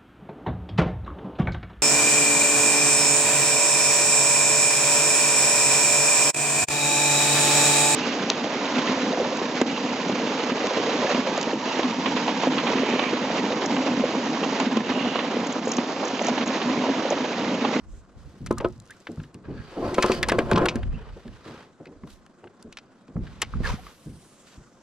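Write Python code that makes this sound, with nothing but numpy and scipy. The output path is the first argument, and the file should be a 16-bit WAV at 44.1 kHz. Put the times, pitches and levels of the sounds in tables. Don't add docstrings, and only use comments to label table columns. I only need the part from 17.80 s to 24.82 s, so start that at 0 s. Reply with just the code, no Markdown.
import sys
import numpy as np
from scipy import signal
from scipy.io import wavfile

SR = 44100
rng = np.random.default_rng(int(sys.argv[2]) if len(sys.argv) > 2 else 0)


def transcribe(u):
    v = np.clip(np.atleast_2d(u).T, -1, 1)
    q = np.round(v * 32767).astype(np.int16)
    wavfile.write(sys.argv[1], SR, q)


N = 309582

# frequency in Hz, relative density in dB.
LAKE_SPECTRUM = [(35, -21), (60, -7), (210, 7.5), (486, -2.5), (829, -7.5), (1320, -4.5), (2150, -18),
                 (7720, -22.5), (12300, -48), (15500, -64)]
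RUMBLE_SPECTRUM = [(11, -35), (18, -9.5), (48, 7.5), (135, -4), (200, -13.5), (260, -8.5), (440, -120)]
LINE_SPECTRUM = [(1760, 3), (3000, 7.5), (4750, 4.5), (5490, 7.5), (9320, -1), (13100, -7), (15500, -25)]
SCRAPE_SPECTRUM = [(240, -29), (400, -6.5), (466, 17.5), (552, 3), (673, 1.5), (1130, -1.5), (1470, -6.5),
                   (2360, -17), (4350, -27), (12300, -60), (15500, -77)]
# frequency in Hz, left-right correlation.
CORRELATION = [(25, .3), (90, .35), (250, .97), (1000, .8), (4000, .55), (9000, .3)]
# end of rise in seconds, hold in seconds, level in dB, tilt in dB per octave.
BODY_LURCHES = [(0.006, 0.18, -42, -5.5), (0.376, 0.088, -43.5, 0.5), (0.633, 0.28, -43, 5.5),
                (1.675, 0.13, -45, 6.5), (2.358, 0.3, -38.5, 5.5), (2.964, 0.21, -28, -0.5),
                (3.26, 0.073, -41, -1), (3.492, 0.034, -44, 1), (4.16, 0.21, -52, -4.5),
                (4.874, 0.029, -55.5, -15), (5.387, 0.016, -29.5, -2), (5.48, 0.21, -45.5, 3.5),
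                (5.749, 0.16, -26.5, -2), (5.995, 0.026, -45.5, 3), (6.295, 0.027, -49, -1.5)]
# end of rise in seconds, hold in seconds, relative level in dB,
# hiss centre in Hz at start of hold, the same at end of hold.
PULL_AND_CAST = [(.12, 0.072, -57, 6940, 7000), (5.9, 0.62, -51, 12400, 8400)]
# start in seconds, length in seconds, first Hz, last Hz, level in dB.
SQUEAK_GLIDES = [(0.765, 0.028, 1234, 1180, -38), (1.093, 0.037, 1345, 1960, -39),
                 (2.238, 0.2, 5200, 4450, -46), (3.127, 0.044, 2690, 2570, -48.5),
                 (5.733, 0.012, 1330, 1280, -35), (5.83, 0.0474, 1844, 1608, -28.5),
                 (5.865, 0.015, 4240, 4370, -34), (5.886, 0.028, 970, 940, -31),
                 (5.978, 0.033, 760, 729, -42.5)]
# time in seconds, level in dB, tilt in dB per octave.
SWIVEL_CURVE = [(1.64, -47, 2.5), (1.8, -42, 6), (2.08, -35, 10), (2.17, -33.5, 10.5), (2.28, -22.5, 9),
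                (2.36, -27.5, 10.5), (2.44, -45, 10.5)]
SEAT_MODES_HZ = [1650, 2500, 3000, 4550]
# end of rise in seconds, hold in seconds, level in dB,
# tilt in dB per octave.
SCRAPE_STROKES = [(0.382, 0.58, -53.5, 12), (1.055, 0.4, -51, 11.5), (2.47, 0.3, -39, 10),
                  (2.786, 0.026, -27.5, -1.5), (2.869, 0.2, -48.5, 10), (3.128, 0.16, -42, 4.5),
                  (3.337, 0.35, -46.5, 9), (3.658, 0.16, -36, 7), (4.3, 0.029, -47.5, 14.5),
                  (5.438, 0.59, -43.5, 8), (5.863, 0.033, -22, 8.5), (5.92, 0.2, -41.5, 9.5),
                  (6.674, 0.061, -45, 11.5)]
# start in seconds, level in dB, pitch in Hz, T60 in seconds.
SOFT_BUMPS = [(0.534, -50.5, 202, 0.44), (0.602, -38, 134, 0.67), (0.803, -31.5, 463, 0.21),
              (0.957, -46, 106, 0.39), (1.286, -35, 230, 0.25), (1.373, -31.5, 146, 0.3),
              (1.546, -41.5, 192, 0.47), (1.683, -33.5, 237, 0.34), (1.964, -30.5, 310, 0.93),
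              (2.712, -21, 187, 0.48), (3.362, -44.5, 380, 0.18), (3.449, -39.5, 227, 0.26),
              (3.658, -42, 226, 0.57), (4, -43, 313, 0.12), (4.064, -45, 293, 0.52),
              (4.233, -39, 205, 0.24), (4.634, -45, 355, 0.25), (4.844, -43, 237, 0.33),
              (5.28, -45, 252, 0.29), (5.355, -26.5, 155, 0.34), (5.734, -34.5, 131, 0.66),
              (5.803, -34, 224, 0.093), (5.935, -32, 138, 0.053), (6.259, -37, 149, 0.37),
              (6.773, -44.5, 125, 0.2)]
# start in seconds, body level in dB, edge level in dB, body pitch in Hz.
GEAR_CLACKS = [(0.6618, -29.5, -27, 1240), (0.667, -31.5, -37, 1920), (0.7109, -55, -28.5, 1880),
               (0.725, -50, -39, 1110), (0.782, -29.5, -23.5, 1190), (0.801, -24, -60, 1210),
               (0.807, -34, -60, 3100), (0.8446, -23.5, -64, 1480), (1, -60, -38, 1180),
               (1.1062, -40, -35, 1700), (1.269, -26, -50, 1490), (1.3713, -41.5, -62, 750),
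               (1.3986, -36, -65, 1300), (1.436, -37, -67, 1930), (1.543, -40.5, -40.5, 2660),
               (2.143, -25.5, -27.5, 2470), (2.1809, -14, -29.5, 1330), (2.224, -11, -16.5, 2530),
               (2.230, -11, -36, 1270), (2.2604, -22.5, -22, 1330), (2.3169, -16, -24, 2400),
               (2.4281, -8.5, -14.5, 1840), (2.485, -12.5, -17.5, 1060), (2.495, -12.5, -17.5, 1800),
               (2.5177, -13.5, -26, 1320), (2.586, -11, -29.5, 1630), (2.713, -13.5, -23.5, 1510),
               (2.729, -20.5, -40, 2220), (2.7569, -16, -45, 2340), (2.776, -22.5, -46, 3050),
               (2.8557, -12.5, -20.5, 1420), (2.8844, -10, -45, 2450), (2.9559, -26, -29.5, 1520),
               (3.029, -31.5, -51, 1470), (3.478, -39.5, -50, 1710), (4.055, -37.5, -51, 1670),
               (4.0696, -41.5, -76, 2130), (4.2348, -38.5, -71, 980), (4.273, -40.5, -50, 1430),
               (4.4632, -41.5, -47, 1360), (4.640, -36, -58, 1240), (4.671, -40, -73, 1480),
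               (4.8253, -52, -35, 1470), (4.925, -36.5, -42, 2850), (4.9704, -28.5, -41, 2400),
               (4.9852, -31.5, -45, 2540), (5.280, -47, -64, 2250), (5.3644, -32, -68, 685),
               (5.468, -38, -64, 1690), (5.617, -11.5, -14, 2150), (5.624, -19.5, -40, 1080),
               (6.066, -33, -48, 1260)]
# frequency in Hz, relative level in dB, nominal T60 in seconds.
HULL_MODES = [(230.5, -7.5, 0.23), (365, 4, 0.18), (533, 8, 0.03), (686, -3, 0.085), (873, -6.5, 0.082),
              (1023, -3, 0.098), (1278, -11, 0.11)]
# end of rise in seconds, hold in seconds, level in dB.
FLOOR_DRAGS = [(2.05, 0.031, -26.5), (2.16, 0.67, -33), (2.79, 0.039, -21)]
# start in seconds, relative level in dB, shell ring gain in dB,
# tilt in dB per octave.
HULL_KNOCKS = [(0.708, -9, -4.5, 1), (0.846, -8, 1, 0), (2.182, -10.5, 5, 2.6), (2.242, -12.5, 0, 6),
               (2.297, -7.5, -3, 1.5), (2.518, -6.5, -8.5, -1), (2.585, -5, -11, -3),
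               (2.715, -5.5, -12, 0.5), (2.758, -19, -15, 8.5), (2.774, -16.5, -17, 11.5),
               (2.955, -15, -3.5, -17)]


def amp(db):
    return 10 ** (np.asarray(db) / 20)


def unit_rms(x):
    return x / np.sqrt(np.mean(x ** 2) + 1e-20)


def at_hz(points, hz):
    points_hz, values = np.transpose(points)
    return np.interp(np.log(hz), np.log(points_hz), values)


def drift(rate_hz):
    step = 40
    pole = np.exp(-2 * np.pi * rate_hz * step / SR)
    slow = signal.lfilter([1], [1, -2 * pole, pole * pole], rng.standard_normal(N // step + 2002))[2000:]
    return np.interp(np.arange(N) / step, np.arange(len(slow)), unit_rms(slow))


def bandpass(x, order, low_hz, high_hz):
    return signal.sosfilt(signal.butter(order, [low_hz, high_hz], "band", fs=SR, output="sos"), x)


def resonance(x, hz, q):
    return signal.lfilter(*signal.iirpeak(hz, q, SR), x)


def ring(x, hz, t60_s):
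    pole, angle = amp(-60 / (t60_s * SR)), 2 * np.pi * hz / SR
    return signal.lfilter([0, np.sin(angle)], [1, -2 * pole * np.cos(angle), pole * pole], x + 1e-18)


def decays(clicks, t60_s):
    return signal.lfilter([1], [1, -amp(-60 / (t60_s * SR))], clicks + 1e-18)


def stereo(mid, side, correlation):
    return (np.sqrt(1 + correlation) * mid + np.sqrt(1 - correlation) * side * [[1], [-1]]) / np.sqrt(2)


def banded_noise(spectrum, flicker_db, grain_db=0, colour_db=lambda hz: 0):
    edges_hz = 20 * 2 ** np.arange(0, 10, 1 / 3)
    white = rng.standard_normal((2, 2, N)) * amp(grain_db * drift(110))
    shared_flicker, bands, power = drift(38), [], 0
    for k, (low_hz, high_hz) in enumerate(zip(edges_hz, edges_hz[1:])):
        hz = np.sqrt(low_hz * high_hz)
        if spectrum[0][0] < hz < spectrum[-1][0] * 1.1:
            mid, side = bandpass(white[k % 2], 2, low_hz, high_hz)
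            band = amp(at_hz(spectrum, hz)) * stereo(mid, side, at_hz(CORRELATION, hz))
            power += np.mean(band ** 2)
            bands.append(band * amp(flicker_db * (shared_flicker + drift(15)) + colour_db(hz)))
    return sum(bands) / np.sqrt(power)


def swell_db(full_s, hold_s, level_db, rise_db_per_s, fall_db_per_s):
    t = np.arange(N) / SR
    before_s, after_s = np.maximum(full_s - t, 0), np.maximum(t - full_s - hold_s, 0)
    return level_db - rise_db_per_s * before_s - fall_db_per_s * after_s


def blend(levels_db, tilts):
    powers = amp(2 * np.maximum(levels_db, -120))
    total = powers.sum(axis=0)
    return np.sqrt(total), sum(power * tilt for power, tilt in zip(powers, tilts)) / total


def lake(level_db=-57):
    return amp(level_db) * banded_noise(LAKE_SPECTRUM, flicker_db=1.7)


def mount_rumble(rise_db_per_s=483, fall_db_per_s=177):
    levels_db = [swell_db(*row[:3], rise_db_per_s, fall_db_per_s) for row in BODY_LURCHES]
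    gain, tilt = blend(levels_db, [row[3] for row in BODY_LURCHES])
    noise = banded_noise(RUMBLE_SPECTRUM, flicker_db=1.8, colour_db=lambda hz: tilt * np.log2(hz / 50))
    return gain * noise * amp([[-1], [1]])


def line_hiss(rise_db_per_s=300, hump_db=11, width_octaves=0.26):
    pull, cast = PULL_AND_CAST
    t = np.arange(N) / SR

    def glide_hz(full_s, hold_s, _, first_hz, last_hz):
        return first_hz * (last_hz / first_hz) ** (np.maximum(t - full_s, 0) / hold_s)

    pull_db = swell_db(*pull[:3], rise_db_per_s, fall_db_per_s=400)
    cast_db = swell_db(*cast[:3], rise_db_per_s, fall_db_per_s=25)
    centre_hz = np.where(t < cast[0] - 1, glide_hz(*pull), glide_hz(*cast))
    hump = lambda hz: hump_db * np.exp(-(np.log2(hz / centre_hz) / width_octaves) ** 2)
    hiss = banded_noise(LINE_SPECTRUM, flicker_db=1.2, colour_db=hump)
    return amp(np.maximum(pull_db, cast_db) - 10.5) * hiss


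def line_ticks(start_s=0.88, end_s=1.5, ticks_per_s=25):
    t = np.arange(N) / SR
    chance = ticks_per_s / SR * ((t > start_s) & (t < end_s))
    clicks = (rng.random(N) < chance) * amp(rng.uniform(-8, 0, N))
    bursts = decays(clicks, t60_s=0.006) * rng.standard_normal((2, N))
    return amp(-38.5) * bandpass(stereo(*bursts, 0.86), 2, 4500, 8500)


def squeaks():
    out, roughness = np.zeros(N), amp(5 * drift(300))
    waver = 1 + 0.05 * drift(150)
    for start_s, length_s, first_hz, last_hz, level_db in SQUEAK_GLIDES:
        i, count = round(start_s * SR), round(length_s * SR)
        pitch_hz = np.linspace(first_hz, last_hz, count) * waver[i:i + count]
        out[i:i + count] += amp(level_db) * np.hanning(count) * np.sin(2 * np.pi * np.cumsum(pitch_hz) / SR)
    return out * roughness


def seat_swivel():
    t = np.arange(N) / SR
    times_s, levels_db, tilts = np.transpose(SWIVEL_CURVE)
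    padded_s = np.r_[times_s[0] - 0.02, times_s, times_s[-1] + 0.02]
    return np.interp(t, padded_s, np.r_[-100, levels_db, -100]), np.interp(t, times_s, tilts)


def scrapes(rise_db_per_s=358, fall_db_per_s=239, stands_up_s=3.36):
    t = np.arange(N) / SR
    seat_db, seat_tilt = seat_swivel()
    strokes_db = [swell_db(*row[:3], rise_db_per_s, fall_db_per_s) for row in SCRAPE_STROKES]
    gain, tilt = blend([seat_db] + strokes_db, [seat_tilt] + [row[3] for row in SCRAPE_STROKES])
    colour_db = lambda hz: tilt * np.log2(hz / 2000)
    noise = banded_noise(SCRAPE_SPECTRUM, flicker_db=1.0, grain_db=1.6, colour_db=colour_db)
    frame_rings = (t > SWIVEL_CURVE[0][0]) & (t < stands_up_s)
    for hz in SEAT_MODES_HZ:
        boost_db = 5.5 + 3.5 * drift(5.4)
        noise = noise + frame_rings * (amp(boost_db) - 1) * resonance(noise, hz, q=25)
    return gain * noise


def bumps():
    age_s = np.arange(12000) / SR
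    out = np.zeros((2, N + len(age_s)))
    for start_s, level_db, hz, t60_s in SOFT_BUMPS:
        envelope = np.minimum(age_s / (0.0054 * t60_s), 1) * amp(-60 * age_s / t60_s)
        mid, side = rng.standard_normal((2, len(age_s))) * envelope
        thud = bandpass(stereo(mid, side, 0.99), 3, hz / 3.7, hz * 1.905)
        thud += 1.2 * resonance(thud, hz, q=4)
        onset_rms = np.sqrt(np.mean(thud[:, :1500] ** 2))
        i = round(start_s * SR)
        out[:, i:i + len(age_s)] += amp(level_db) * thud / onset_rms
    return out[:, :N]


def contact_burst(crunch, ring_s, tail_gain, order, band_hz, modes_hz):
    age = np.arange(len(crunch)) / (SR * ring_s)
    dying = np.maximum(age - 0.11, 0)
    envelope = np.minimum(age / 0.034, 1) * (amp(-60 * dying) + tail_gain * amp(-20 * dying))
    burst = bandpass(rng.standard_normal(len(age)) * envelope * crunch, order, *band_hz)
    for hz in modes_hz:
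        burst += 0.4 * resonance(burst, hz, q=8)
    return burst


def clacks(length=4000):
    out = np.zeros((2, N + length))
    mode_ratios = 2.2 ** rng.random((len(GEAR_CLACKS), 3))
    crunch = np.pad(amp(2.8 * drift(250)), (0, length), "edge")
    for (start_s, body_db, edge_db, body_hz), ratios in zip(GEAR_CLACKS, mode_ratios):
        i = round(start_s * SR)
        span = slice(i, i + length)
        ring_s = 0.035 * amp(0.14 * (body_db + 15))
        body = contact_burst(crunch[span], ring_s, tail_gain=0.15, order=4,
                             band_hz=(body_hz / 6.2, body_hz * 2.29), modes_hz=0.693 * body_hz * ratios)
        body += 1.3 * resonance(body, body_hz, q=6)
        edge = contact_burst(crunch[span], 0.59 * ring_s, tail_gain=0.03, order=3,
                             band_hz=(3900, 10800), modes_hz=3500 * ratios)
        for burst, level_db, left_db in (body, body_db, 1.5), (edge, edge_db, 4.5):
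            pan = amp([[left_db / 2], [-left_db / 2]])
            out[:, span] += amp(level_db) * pan * burst / np.abs(burst).max()
    return out[:, :N]


def hull(detune=0.022, standing_db=-63):
    start_s, knock_db, shell_db, tilt = np.transpose(HULL_KNOCKS)
    starts = np.round(start_s * SR).astype(int)
    scatter = rng.standard_normal((len(starts), len(HULL_MODES), 2))
    blows, rubbed, age_s = np.zeros(N), np.zeros(N), np.arange(12000) / SR
    friction = rng.standard_normal(N) * amp(2.5 * drift(30))
    damped_sine = lambda hz, t60_s: amp(-60 * age_s / t60_s) * np.sin(2 * np.pi * hz * age_s)
    for k, (hz, mode_db, t60_s) in enumerate(HULL_MODES):
        clicks = np.zeros(N)
        clicks[starts] = amp(knock_db + mode_db - 11.5 + tilt * np.log2(hz / 360) + 1.5 * scatter[:, k, 0])
        shifts = 1 + detune * scatter[:, k, 1]
        for i, ring_db, shift in zip(starts, shell_db, shifts):
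            spot = 0.8 * damped_sine(1.13 * hz * shift, 0.38 * t60_s)
            shell = amp(ring_db) * damped_sine(hz * shift, 0.72 * t60_s)
            blows[i:i + len(age_s)] += clicks[i] * (spot + shell) * (-1) ** k
        rattle = 0.035 * decays(clicks, t60_s=0.09) * friction
        blows += ring(rattle, hz, 0.75 * t60_s)
        rubbed += amp(mode_db) * unit_rms(ring(friction, hz, 0.43 * t60_s))
    drags_db = [swell_db(*row, rise_db_per_s=169, fall_db_per_s=125) for row in FLOOR_DRAGS]
    rub_db = np.maximum(np.max(drags_db, axis=0), standing_db)
    sound = blows + amp(rub_db) * unit_rms(rubbed)
    far_wall = np.roll(signal.lfilter([1, -1], [1, -0.9], sound), 9)
    return (sound + 0.41 * far_wall * [[1], [-1]]) * amp([[-0.9], [0.9]])


def scene():
    water = lake()
    gear = clacks() + line_ticks() + squeaks() + line_hiss()
    return water + gear + hull() + bumps() + scrapes() + mount_rumble()


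def record(dry, ceiling=0.7, cutoff_hz=16400):
    skewed = np.array([signal.lfilter([0, 0.65, 0.35], 1, dry[0]), dry[1]])
    rounded = ceiling * np.tanh(skewed / ceiling)
    return signal.sosfilt(signal.cheby2(12, 70, cutoff_hz, fs=SR, output="sos"), rounded)


dry = scene()
out = record(dry)
transcribe(out)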